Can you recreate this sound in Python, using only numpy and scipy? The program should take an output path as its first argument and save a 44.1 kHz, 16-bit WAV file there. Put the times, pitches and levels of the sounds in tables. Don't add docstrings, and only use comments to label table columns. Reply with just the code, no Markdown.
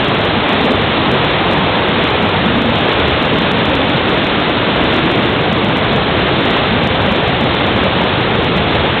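import sys
import numpy as np
from scipy import signal
from scipy.fft import rfft, irfft, next_fast_len
from scipy.io import wavfile
from scipy.ndimage import map_coordinates

SR = 44100
rng = np.random.default_rng(int(sys.argv[2]) if len(sys.argv) > 2 else 0)


def store_wav(level_fs):
    pcm = np.round(np.clip(np.atleast_2d(level_fs), -1, 1) * 32767)
    wavfile.write(sys.argv[1], SR, pcm.T.astype(np.int16))


N = 396886
CAMERA_RATE_HZ = 8000


def amp(db):
    return 10 ** (np.asarray(db) / 20)


def unit(x):
    return x / np.sqrt(np.mean(x ** 2) + 1e-20)


def filtered(x, response):
    size = next_fast_len(N + SR // 4)
    spectrum = rfft(x, size) * response(np.fft.rfftfreq(size, 1 / SR))
    return irfft(spectrum, size)[:N]


def coloured(x, points):
    hz, db = np.transpose(points)
    log_hz = np.log(np.sort(hz))
    return filtered(x, lambda f: amp(np.interp(np.log(f + 1), log_hz, db)))


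def wobble(rate):
    knots = rng.standard_normal(512)
    return map_coordinates(knots, [np.arange(N) * rate / SR], mode="mirror")


def rush(patchy_db, patch_hz, patch_s):
    hz, s, noise = signal.stft(rng.standard_normal(N), SR, nperseg=1024)
    knots = rng.standard_normal((256, 256))
    position = np.meshgrid(hz / patch_hz, s / patch_s, indexing="ij")
    patches = map_coordinates(knots, position, mode="mirror")
    water = signal.istft(noise * amp(patchy_db * patches), nperseg=1024)[1]
    return unit(water[:N])


def bubbles(low_hz, high_hz, cycles, rise, spread_db, count):
    when, pitch, size, phase = rng.random((count, 4)).T[:, :, None]
    hz = low_hz + (high_hz - low_hz) * pitch
    k = np.arange(int(cycles * SR / low_hz))
    age = k / SR * hz / cycles
    attack = 1 - np.exp(-2 * cycles * age)
    decay = np.exp(-np.log(100) * age)
    nearness_db = -spread_db * np.log(np.maximum(1 - size, np.exp(-5)))
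    strength = np.sqrt(hz) * amp(nearness_db)
    turns = cycles * age * (1 + rise * age / 2)
    rings = strength * attack * decay * np.sin(2 * np.pi * (turns + phase))
    place = (when * N).astype(int) + k
    return unit(np.bincount(place.ravel(), rings.ravel(), N)[:N])


def surge_db():
    # t/s, level/dB about the usual level
    surge_points = [(0.0, 0.4), (2.02, 0.2), (2.16, -0.6), (2.46, 0.7), (2.62, -1.6), (3.0, 1.4),
                    (3.22, 0.1), (4.3, 0.4), (4.46, -0.7), (4.96, 0.5), (5.38, -1.1), (6.38, 0.1),
                    (6.48, 1.5), (6.62, 0.1), (8.66, -0.5), (8.76, 0.2), (8.98, -0.1)]
    return np.interp(np.arange(N) / SR, *np.transpose(surge_points))


def facing():
    start_s, turn_s = 5.2, 0.94
    return np.clip((np.arange(N) / SR - start_s) / turn_s, 0, 1)


def churn():
    # f/Hz, level/dB
    churn_colour = [(120, -39), (260, -5), (380, 1), (520, 1), (680, -1), (860, -2.5), (1100, -7.5),
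                    (1500, -13), (2500, -10.5), (5000, -35)]
    usual_db, surge_share = -16.5, 0.39
    gurgle = bubbles(low_hz=300, high_hz=1600, cycles=16, rise=0.15, spread_db=1.6, count=2000)
    water = rush(patchy_db=0.5, patch_hz=200, patch_s=0.16)
    roar = unit(coloured(water + amp(-17.0) * gurgle, churn_colour))
    return amp(usual_db + surge_share * surge_db()) * roar


def spray():
    # f/Hz, level/dB
    spray_colour = [(300, -25.5), (700, -12), (1050, 1.5), (1450, 0.34), (1900, -1.15), (2450, -3),
                    (2900, -1.2), (3350, -0.73), (4000, 4)]
    usual_db, flutter_db = -17.5, 0.35
    fizz = bubbles(low_hz=1040, high_hz=4300, cycles=7, rise=0.15, spread_db=1.8, count=12000)
    water = rush(patchy_db=0.25, patch_hz=800, patch_s=0.14)
    bright = coloured(water + amp(-14.5) * fizz, spray_colour)
    hiss = unit(filtered(bright, lambda hz: hz < CAMERA_RATE_HZ / 2))
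    return amp(usual_db + surge_db() + flutter_db * wobble(rate=8.7)) * hiss


def air_clouds():
    # f/Hz, level/dB
    cloud_colour = [(50, -51), (100, -3), (150, 0), (200, 2.5), (300, 0), (400, -8), (600, -3.5),
                    (1200, -23)]
    before_turn_db, turn_loss_db = -19, 0.5
    gulps = bubbles(low_hz=123.1, high_hz=474.5, cycles=17.3, rise=0.073, spread_db=1, count=2400)
    water = rush(patchy_db=1.5, patch_hz=92, patch_s=0.33)
    clouds = unit(coloured(water + amp(-3.5) * gulps, cloud_colour))
    return amp(before_turn_db - turn_loss_db * facing()) * clouds


def plunge():
    # f/Hz, level/dB
    plunge_colour = [(10, -21.5), (25, -22.5), (40, -11.5), (62, -2.5), (100, 2), (130, 1), (190, -4.5),
                     (400, -65)]
    before_turn_db, turn_gain_db, lumps_db = -24, 2.5, 0.96
    rumble = unit(coloured(rng.standard_normal(N), plunge_colour))
    return amp(before_turn_db + turn_gain_db * facing() + lumps_db * wobble(rate=9)) * rumble


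def boils():
    # t/s at the height, time/s from there to 17 dB down, f/Hz at the centre, level/dB at the height
    boom_list = [(0.703, 0.12, 289, -16.5), (1.643, 0.43, 912, -25), (2.562, 0.26, 233, -18.5),
                 (3.11, 0.25, 80.3, -27), (3.209, .72, 560, -28), (3.9, 0.87, 239, -23),
                 (5.1, .4, 344, -20), (6.355, 0.37, 393, -20.5), (6.98, 0.29, 102, -24),
                 (8.484, 0.32, 166.5, -25), (8.558, 0.16, 73.2, -23.5)]
    width = 0.2
    t, out = np.arange(N) / SR, np.zeros(N)
    for height_s, fade_s, hz, db in boom_list:
        noise = rng.standard_normal(N)
        boom = unit(filtered(noise, lambda f: np.exp(-0.5 * ((f / hz - 1) / width) ** 2)))
        swell = np.exp(-2 * ((t - height_s) / fade_s) ** 2)
        out += amp(db) * swell * boom
    return out


def scene():
    return (plunge() + air_clouds() + boils() + churn() + spray())[None]


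def record(dry):
    # f/Hz, level/dB
    camera_band = [(3500, 0), (3700, -4.5), (3850, -7), (4000, -13.5), (4200, -17), (4350, -26),
                   (4500, -35.5), (4750, -64.5), (5200, -120)]
    ceiling, release_db_per_s, top_hz = 0.71, 200, 15900
    t = np.arange(N) / SR
    band = filtered(dry[0], lambda hz: hz < CAMERA_RATE_HZ / 2)
    mirrored = band * (1 + 2 * np.cos(2 * np.pi * CAMERA_RATE_HZ * t))
    sampled = coloured(mirrored, camera_band)

    over_db = 20 * np.log10(np.maximum(np.abs(sampled) / ceiling, 1))
    recovery_db = release_db_per_s * t
    cut_db = np.maximum.accumulate(over_db + recovery_db) - recovery_db
    return filtered(sampled * amp(-cut_db), lambda hz: hz < top_hz)[None]


dry = scene()
out = record(dry)
store_wav(out)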